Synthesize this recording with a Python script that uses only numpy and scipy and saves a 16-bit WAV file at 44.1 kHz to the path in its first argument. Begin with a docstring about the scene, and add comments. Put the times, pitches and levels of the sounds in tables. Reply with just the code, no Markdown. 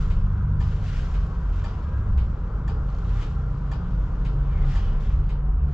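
"""Inside the cab of a tram that waits at a city crossing, heard through a small stereo camera.
From the start an idling engine, low drones and a first car pulling away sound over rumble and roar (noise).
The indicator relay (struck modes and noise) tocks open at 0.1 s, ticks shut at 0.6 s and so on, twice a second;
hiss (noise) swells now and then. A second car pulls away from 2 s; loose trim (dying sines) rattles lightly,
most densely near 3 s. Faint squeaks (narrow noise) come on swells of hiss from 4.5 s."""
import sys
import numpy as np
from scipy import signal
from scipy.fft import rfft, irfft, next_fast_len
from scipy.io import wavfile
from scipy.ndimage import uniform_filter1d, minimum_filter1d, map_coordinates

SR = 44100
rng = np.random.default_rng(int(sys.argv[2]) if len(sys.argv) > 2 else 0)


def boost_factor(decibels):
    """Convert a level in decibels to a linear amplitude factor."""
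    exponent = np.asarray(decibels, float) / 20
    return 10 ** exponent


def digitize_waveform(pressure):
    """Quantize a signal to 16-bit integers and store it at the path in sys.argv[1].

    Rows of a 2-D input are taken as channels; values are limited to [-1, 1].
    """
    field = np.atleast_2d(pressure).T
    bounded = np.clip(field, -1, 1)
    quanta = np.round(bounded * 32767).astype(np.int16)
    wavfile.write(sys.argv[1], SR, quanta)


N = 252693


def unit(x):
    """Scale to rms 1."""
    return x / np.sqrt(np.mean(x ** 2) + 1e-20)


def along(points, hz):
    """Read (f/Hz, value) points on a log frequency axis."""
    f, v = np.transpose(points)
    return np.interp(np.log(hz + 1), np.log(f + 1), v)


def curves(rows):
    """One value per sample for each column after the time."""
    s, *cols = np.transpose(rows)
    return [np.interp(np.arange(N) / SR, s, c) for c in cols]


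def wobble(knots_per_s):
    """A smooth random curve: spline through random knots, then straight pieces."""
    step = int(SR / knots_per_s / 8) + 1
    at = np.arange(0, N + step, step)
    knots = rng.standard_normal(int(N * knots_per_s / SR) + 4)
    spline = map_coordinates(knots, [at * knots_per_s / SR], mode="nearest")
    return np.interp(np.arange(N), at, spline)


def filtered(x, response):
    """x times a complex response of frequency."""
    m = next_fast_len(x.shape[-1] + 8192)
    return irfft(rfft(x, m) * response(np.fft.rfftfreq(m, 1 / SR)), m)[..., :x.shape[-1]]


def rush(spectrum, patchy_db):
    """Diffuse stereo noise of rms 1 with patches of random gain; its channels differ more towards the treble."""
    # likeness of the two microphone ports: (f/Hz, correlation)
    alike = [(25, .996), (60, .9985), (130, .9998), (240, .98), (480, .91), (970, .87), (1940, .9),
             (3880, .4), (7780, .2), (12000, .3)]
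    z = signal.stft(rng.standard_normal((2, N)), nperseg=512)[2]
    field = uniform_filter1d(rng.standard_normal(z.shape[1:]), size=5, axis=0)
    field = uniform_filter1d(field, size=12, axis=1)
    pair = signal.istft(z * boost_factor(patchy_db * unit(field)), nperseg=512)[1][:, :N]

    def response(hz):
        turn = np.arccos(np.clip(along(alike, hz), 0, 1)) / 2
        return boost_factor(along(spectrum, hz)) * [np.cos(turn), np.sin(turn)]

    mid, side = filtered(pair, response)
    return unit(np.array([mid + side, mid - side]))


def unsteady(hz, level_db, order, drift, waver_db):
    """A sine on a multiple of an unsteady rate, its level wavering."""
    phase = 2 * np.pi * (order * np.cumsum(hz * (1 + drift)) / SR + rng.random())
    return np.sqrt(2) * boost_factor(level_db + waver_db * wobble(8.3)) * np.sin(phase)


def arch(row):
    """Pitch glides evenly over the span; the level is full in the middle and sinks ever faster to both sides."""
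    start, end, from_hz, to_hz, db = row
    end_loss_db = 15.5
    u = (np.arange(N) / SR - start) / (end - start)
    hz = from_hz + (to_hz - from_hz) * np.clip(u, 0, 1)
    return hz, np.maximum(db - end_loss_db * (2 * u - 1) ** 4, -200)


def ring(hz, t60, attack=0.00022):
    """Dying sines, one row per mode; t60 and attack in s."""
    t = np.arange(SR // 4) / SR
    decay = boost_factor(-60 * t / np.reshape(t60, (-1, 1)))
    rise = 1 - np.exp(-t / np.reshape(attack, (-1, 1)))
    return np.sin(2 * np.pi * np.outer(hz, t)) * decay * rise


def strikes(rows, sound):
    """The same sound at every (t/s, level/dB)."""
    out = np.zeros(N + len(sound))
    for s, db in rows:
        out[round(s * SR):][:len(sound)] += boost_factor(db) * sound
    return out[:N]


def traffic():
    """Engine orders and drones over the rumble of the car body, and the roar of street and fans."""
    # an idling engine: (t/s, firing f/Hz, level/dB of orders 1, 3, 6)
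    idler = [(0, 44.53, -30, -50.5, -63), (0.6, 45.43, -27.5, -38, -77), (1.2, 45.14, -31, -42.5, -66),
             (2.2, 44.64, -31.5, -49.5, -65), (2.75, 45.47, -26, -36, -61), (3.1, 46.03, -24.5, -51.5, -62),
             (3.3, 46.3, -29.5, -33, -67), (3.9, 46.45, -30, -40, -53.5), (4.7, 46.43, -25, -34.5, -60.5),
             (5.1, 47.03, -25.5, -35, -65.5), (5.73, 47.7, -29, -35.5, -59.5)]
    # vehicles pulling away: (start t/s, end t/s, firing f/Hz from, to, level/dB)
    cars = [(-.3, 1.05, 46.66, 50.5, -29), (2.004, 4.706, 52.64, 59.5, -37)]
    # their orders 2, 3, 4: (relative level/dB each)
    car_orders_db = [(0, -5.5, -17), (0, -3.5, -22)]
    # low drones that swell and fade: (start t/s, end t/s, f/Hz from, to, level/dB)
    drones = [(-0.2, 0.502, 27, 35.6, -28.5), (0.335, 1.136, 33, 30.2, -27), (3, 3.35, 42.7, 36, -31.5),
              (2.5, 3.464, 20.2, 37.3, -34), (4.008, 6.097, 32.8, 29.5, -25), (0.252, 0.897, 64, 73, -33.5),
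              (1.264, 1.98, 52.3, 64, -28), (1.739, 2.5, 71, 73, -28), (2.0, 2.36, 64.6, 62.4, -29),
              (1.456, 2.291, 94, 100.5, -32), (2.496, 2.95, 54, 58.3, -30.5), (2.487, 3.43, 79, 82.4, -35),
              (3.0, 4.13, 74, 73.5, -35.5), (3.506, 4.15, 49, 48.6, -33.5), (4.497, 4.65, 73, 70, -32.5),
              (4.495, 4.75, 52, 50, -38.5), (4.504, 5.495, 91, 88.4, -33.5),
              (5.001, 5.407, 67.4, 71, -31.5), (5.485, 6.002, 69, 64, -27.5),
              (0.99, 1.707, 166, 144.4, -38.5), (1.2, 2.7, 30, 30.8, -32), (3.4, 4.201, 31.8, 30.7, -33.5),
              (5.495, 5.998, 126, 172, -44)]
    # noise levels along time: (t/s, body rumble relative level/dB, street roar relative level/dB)
    street = [(0.1, -19, -45), (0.45, -20, -47), (0.93, -24, -45), (2.38, -18.5, -44), (2.5, -24, -43.5),
              (3.64, -24.5, -44.5), (4.6, -19.5, -44), (5.6, -21, -46)]
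    # rumble spectrum: (f/Hz, relative density/dB per Hz)
    rumble_spectrum = [(8.8, -39), (15, -3.5), (43, -3.5), (63, 3.5), (113, -9.5), (160, -9), (200, -17),
                       (251, -29), (320, -30.5), (420, -59), (700, -120)]
    # roar spectrum: (f/Hz, relative density/dB per Hz)
    roar_spectrum = [(120, -17.5), (200, 0), (255, -12), (285, -9), (369, -11.5), (433, -8), (560, -13.5),
                     (700, -17.5), (780, -15), (850, -18), (990, -13), (1400, -15.5), (1620, -23),
                     (1750, -28), (2600, -40.5), (5000, -80)]

    drift = .006 * wobble(6)
    idle_hz, *idle_db = curves(idler)
    tones = sum(unsteady(idle_hz, db, k, drift, 3.6) for k, db in zip((1, 3, 6), idle_db))
    for row, orders_db in zip(cars, car_orders_db):
        hz, db = arch(row)
        drift = .012 * wobble(7)  # shared by the orders of one engine
        tones += sum(unsteady(hz, db + rel, k, drift, 3) for k, rel in zip((2, 3, 4), orders_db))
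    tones += sum(unsteady(*arch(row), 1, .035 * wobble(8), 4) for row in drones)

    rumble_db, roar_db = curves(street)
    rumble = boost_factor(rumble_db - 7.0 + 1.5 * wobble(5)) * rush(rumble_spectrum, patchy_db=0.53)
    roar = boost_factor(roar_db + 1.5 + .4 * wobble(5)) * rush(roar_spectrum, patchy_db=1.1)
    return tones + rumble + roar


def relay():
    """The armature snaps shut and drops open, alike each time: chattering contacts ring the panel; the clack is broad."""
    # contacts closing: (t/s, relative level/dB)
    closings = [(.603, -39), (1.6396, -36.5), (2.6765, -37.5), (3.7133, -36.5), (4.7535, -36)]
    # contacts opening: (t/s, relative level/dB)
    openings = [(.1, -39), (1.1366, -39.5), (2.1735, -38), (3.2103, -38.5), (4.2471, -38), (5.2897, -40.5)]
    # relay and panel modes, mostly shorter towards the treble:
    # (f/Hz, t60/s, relative level/dB on closing, on opening)
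    relay_modes = [(432, 0.12, -8, -13.5), (658, 0.13, -3.5, -14), (795, 0.2, -4, -17.5),
                   (915, 0.16, -2, -11), (1105, 0.1, -0.5, -8.5), (1794, 0.057, -1.5, -20),
                   (2000, 0.04, -28, -8.5), (2140, 0.045, -20.5, -6.5), (2428.5, 0.097, -13.5, -9.5),
                   (2980, 0.008, -10.5, -9), (3350, 0.038, -14.5, -22), (3780, 0.0072, -12, -7.5),
                   (4570, 0.02, -19, -17.5), (4850, 0.022, -13.5, -17), (5400, .012, -20, -15.5),
                   (6970, 0.0065, -4.5, -14), (9960, 0.011, -41, -26.5)]
    # clack spectrum on closing: (f/Hz, relative density/dB per Hz)
    clack_shut = [(400, -29), (800, 8), (1500, 3), (3000, -2.5), (5000, -4.5), (6000, -15), (7400, -10.5),
                  (8300, -33), (13000, -36)]
    # clack spectrum on opening: (f/Hz, relative density/dB per Hz)
    clack_open = [(400, -35), (900, 1), (1500, 2.5), (3000, -1.5), (4500, -6), (6000, -18.5), (7400, -17),
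                  (8300, -21.5), (13000, -36.5)]

    hz, t60_s, close_db, open_db = np.transpose(relay_modes)
    attack_s = np.where(hz < 1300, 0.0078, .00022)  # low panel modes build up slowly
    modes = ring(hz, t60_s, attack_s)
    t = np.arange(SR // 10) / SR
    panel = clacks = 0
    for rows, mode_db, spectrum in [(closings, close_db, clack_shut), (openings, open_db, clack_open)]:
        chatter = rng.standard_normal(len(t)) * boost_factor(-60 * t / 0.026) * (1 - np.exp(-t / 0.0029))
        drive = np.abs(np.exp(-2j * np.pi * np.outer(hz, t)) @ chatter)  # what the chatter holds at each mode
        panel = panel + strikes(rows, signal.fftconvolve(chatter, boost_factor(mode_db) / drive @ modes))
        clack = unit(filtered(rng.standard_normal(len(t)), lambda f: boost_factor(along(spectrum, f))))
        envelope = boost_factor(-60 * t / 0.079) * (1 - np.exp(-t / 0.0023))
        clacks = clacks + strikes(rows, boost_factor(-6.5) * clack * envelope)
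    return panel, clacks


def rattles():
    """Short dry ticks of loose trim, each a few dying sines: the clear ones, then many faint ones at random."""
    # light rattles: (t/s, relative level/dB, f/Hz)
    clear_ticks = [(.865, -47, 2500), (1.266, -56, 4800), (1.334, -55, 2600), (2.889, -46, 2900),
                   (2.901, -50, 4100), (2.948, -50, 4300), (2.986, -49, 4200), (3.002, -51, 2900),
                   (3.047, -48, 2700), (3.082, -52, 3600), (3.488, -57, 3000), (3.949, -56, 3000),
                   (5.009, -53, 3500)]
    # a thin bright tick that bounces once: (t/s, relative level/dB, f/Hz)
    bright_ticks = [(1.2655, -66, 10000), (1.2685, -64, 10400)]

    def tick(hz):
        return boost_factor([0, -4, -5]) @ ring([hz, 1.45 * hz, .78 * hz], [.01, .007, .008], attack=.0003)

    ticks = sum(strikes([(s, db)], tick(hz)) for s, db, hz in clear_ticks)
    for s, db, hz in bright_ticks:
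        partials = ring([hz, 1.1 * hz, 1.22 * hz, 1.33 * hz], [.01, .006, .005, .005], attack=.0005)
        ticks += strikes([(s, db)], partials.sum(0))
    for when, size, pitch in rng.random((30, 3)):
        ticks += strikes([(when * (N - 1) / SR, -68 + 9 * size)], tick(2200 * 2.5 ** pitch))
    return ticks


def hiss():
    """A slightly grainy hiss that rises, holds and falls, over a faint patchy floor; its top opens with the brightness."""
    # swells: (full at t/s, hold t/s, relative level/dB, rise/(dB/s), fall/(dB/s), brightness/dB)
    swells = [(0, 0.032, -58, 130, 65, 6.5), (0.612, 0.15, -58.5, 898, 59, 1.5),
              (0.878, 0.073, -51.5, 160, 56.5, 0.5), (0.994, 0.05, -58, 100, 121, 4),
              (1.102, 0.12, -64, 128, 24, 5.5), (1.567, 0.1, -58, 131, 33, -1),
              (2.914, 0.18, -65, 133, 37.5, 2.5), (3.133, 0.026, -59.5, 131, 65, -1),
              (3.207, 0.013, -53, 130, 108.5, 1), (4.536, 0.08, -58, 105, 57, -11),
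              (4.718, 0.023, -50, 133, 78, -0.5), (4.832, 0.11, -58, 135, 201, -7),
              (5.007, 0.068, -57.5, 500, 58, -1.5), (5.689, 0.11, -70.5, 131, 47, 7)]
    # the hiss between swells: (t/s, relative level/dB, brightness/dB)
    calm = [(0, -68, -2.5), (3.4, -70.5, 4), (3.7, -65, -0.5), (4.45, -67, 2.5), (5.5, -72.5, -7.5)]
    # hiss spectrum: (f/Hz, relative density/dB per Hz)
    air_spectrum = [(710, -37), (1200, -5.5), (1700, -6), (2400, -9.5), (3060, -9), (4150, -15.5),
                    (5500, -17.5), (7400, -23), (8300, -34), (10500, -40), (13000, -50), (15500, -66.5)]
    # floor spectrum: (f/Hz, relative density/dB per Hz)
    floor_spectrum = [(1500, -21.5), (2500, 0), (5000, -8.5), (7500, -13), (8500, -38.5), (15500, -51),
                      (16000, -120)]

    s, hold, db, rise, fall, bright_db = np.transpose(swells)[..., None]
    late = np.arange(N) / SR - s
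    power = boost_factor(db - rise * np.maximum(-late, 0) - fall * np.maximum(late - hold, 0)) ** 2
    calm_db, calm_bright_db = curves(calm)
    calm_power = boost_factor(calm_db) ** 2
    total = power.sum(0) + calm_power
    bright = ((power * bright_db).sum(0) + calm_power * calm_bright_db) / total  # dB, weighted by power
    grain = boost_factor(.8 * wobble(60) + .7 * wobble(400))
    air = rush(air_spectrum, patchy_db=1.0) * grain
    top = filtered(air, lambda hz: 1 / (1 + (4200 / (hz + 1)) ** 4))
    swelling = boost_factor(3.5) * np.sqrt(total) * (air + (boost_factor(bright) - 1) * top)
    return swelling + boost_factor(-73.0) * rush(floor_spectrum, patchy_db=5.0)


def blurred_tones():
    """Narrow noise on a wavering pitch: a tone times slow noise as wide as the line."""
    # faint tones in the roar (fans, a passing whine): (start t/s, end t/s, f/Hz from, to, level/dB, width/Hz)
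    blurred = [(-0.26, 1.9, 1438, 1440, -56, 400), (.12, .8, 1020, 960, -54.5, 120),
               (1.28, 1.6, 970, 1000, -53.5, 60), (1.62, 2.1, 990, 985, -56, 100),
               (1.15, 1.45, 1110, 1120, -57, 60), (.94, 1.02, 1570, 1590, -54, 45),
               (-.1, .5, 1270, 1250, -57, 80), (3, 3.7, 1333, 1400, -60.5, 70),
               (3.5, 4.7, 1500, 1300, -62, 60), (1.8, 2.12, 1590, 1625, -59, 30),
               (2.5, 3.8, 800, 785, -60, 45), (4, 5.1, 790, 770, -57, 90), (5, 6, 780, 700, -60, 40),
               (4.1, 5.3, 430, 420, -58.5, 25)]
    # faint squeaks on the late swells: (start t/s, end t/s, f/Hz from, to, level/dB, width/Hz)
    squeaks = [(4.49, 4.62, 2420, 2200, -62.5, 200), (4.54, 4.67, 2170, 2000, -60, 130),
               (4.68, 4.97, 3180, 3070, -59.5, 350), (5.02, 5.12, 3300, 3500, -66, 600),
               (4.79, 4.83, 6200, 6180, -72, 100)]
    tones = 0
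    for *row, width_hz in blurred + squeaks:
        tone = unsteady(*arch(row), 1, .006 * wobble(6), 1.5)
        tones = tones + unit(wobble(width_hz)) * tone
    return tones


def cab(x):
    """Reverberation: stereo noise in which each frequency dies at its own speed, convolved with x."""
    # decay of the cab: (f/Hz, t60/s)
    cab_t60 = [(500, 0.9), (2000, 0.24), (5000, 0.31), (9000, 0.063)]
    hz, t, z = signal.stft(rng.standard_normal((2, SR // 2)), SR, nperseg=256)
    tail = signal.istft(z * boost_factor(-60 * t / along(cab_t60, hz)[:, None]), SR, nperseg=256)[1]
    delayed = np.pad(x, (200, 0))[None]  # samples
    return signal.fftconvolve(delayed, tail / np.linalg.norm(tail[0]), axes=1)[:, :N]


def scene():
    """Near clicks in the cab over the outside sound; the panel reaches the camera mostly through its mount."""
    panel, clacks = relay()
    trim = rattles()
    echoes = cab(boost_factor(-9) * panel + boost_factor(3) * clacks + boost_factor(-6) * trim)
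    near = boost_factor(-1) * panel + boost_factor(-6.5) * clacks + trim
    return near + echoes + traffic() + blurred_tones() + hiss()


def band_limit(x):
    """A steep low-pass at the top of the band."""
    return signal.sosfilt(signal.butter(12, 15700, fs=SR, output="sos"), x)


def record(dry):
    """The two ports differ in level and phase, a gentle limiter holds the peaks, the sound opens softly."""
    # level between the microphone ports: (f/Hz, left minus right/dB)
    balance_db = [(150, 0), (300, .6), (600, 1.6), (1100, 3.4), (2600, 3.8), (4500, 1), (6500, -2),
                  (9000, -2.5), (12000, 1)]
    # phase between the microphone ports: (f/Hz, left lead/rad)
    lead_rad = [(170, 0), (690, -.2), (1980, -.9), (3010, -.9), (4900, -.2), (7900, 0)]
    edge, window, ceiling = 4096, 2001, .28  # samples, samples, peak amplitude

    def port(hz):
        return boost_factor(along(balance_db, hz) / 2) * np.exp(.5j * along(lead_rad, hz))

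    longer = np.pad(dry, ((0, 0), (edge, edge)), "reflect", reflect_type="odd")
    ports = filtered(longer, lambda hz: np.array([port(hz), 1 / port(hz)]))[:, edge:-edge]
    need = np.minimum(ceiling / (np.abs(ports).max(0) + 1e-9), 1)
    limited = ports * uniform_filter1d(minimum_filter1d(need, size=window), size=window)
    mix = limited * np.minimum(np.arange(N) / (.004 * SR), 1)  # 4 ms fade-in
    return band_limit(mix)


dry = scene()
out = record(dry)
digitize_waveform(out)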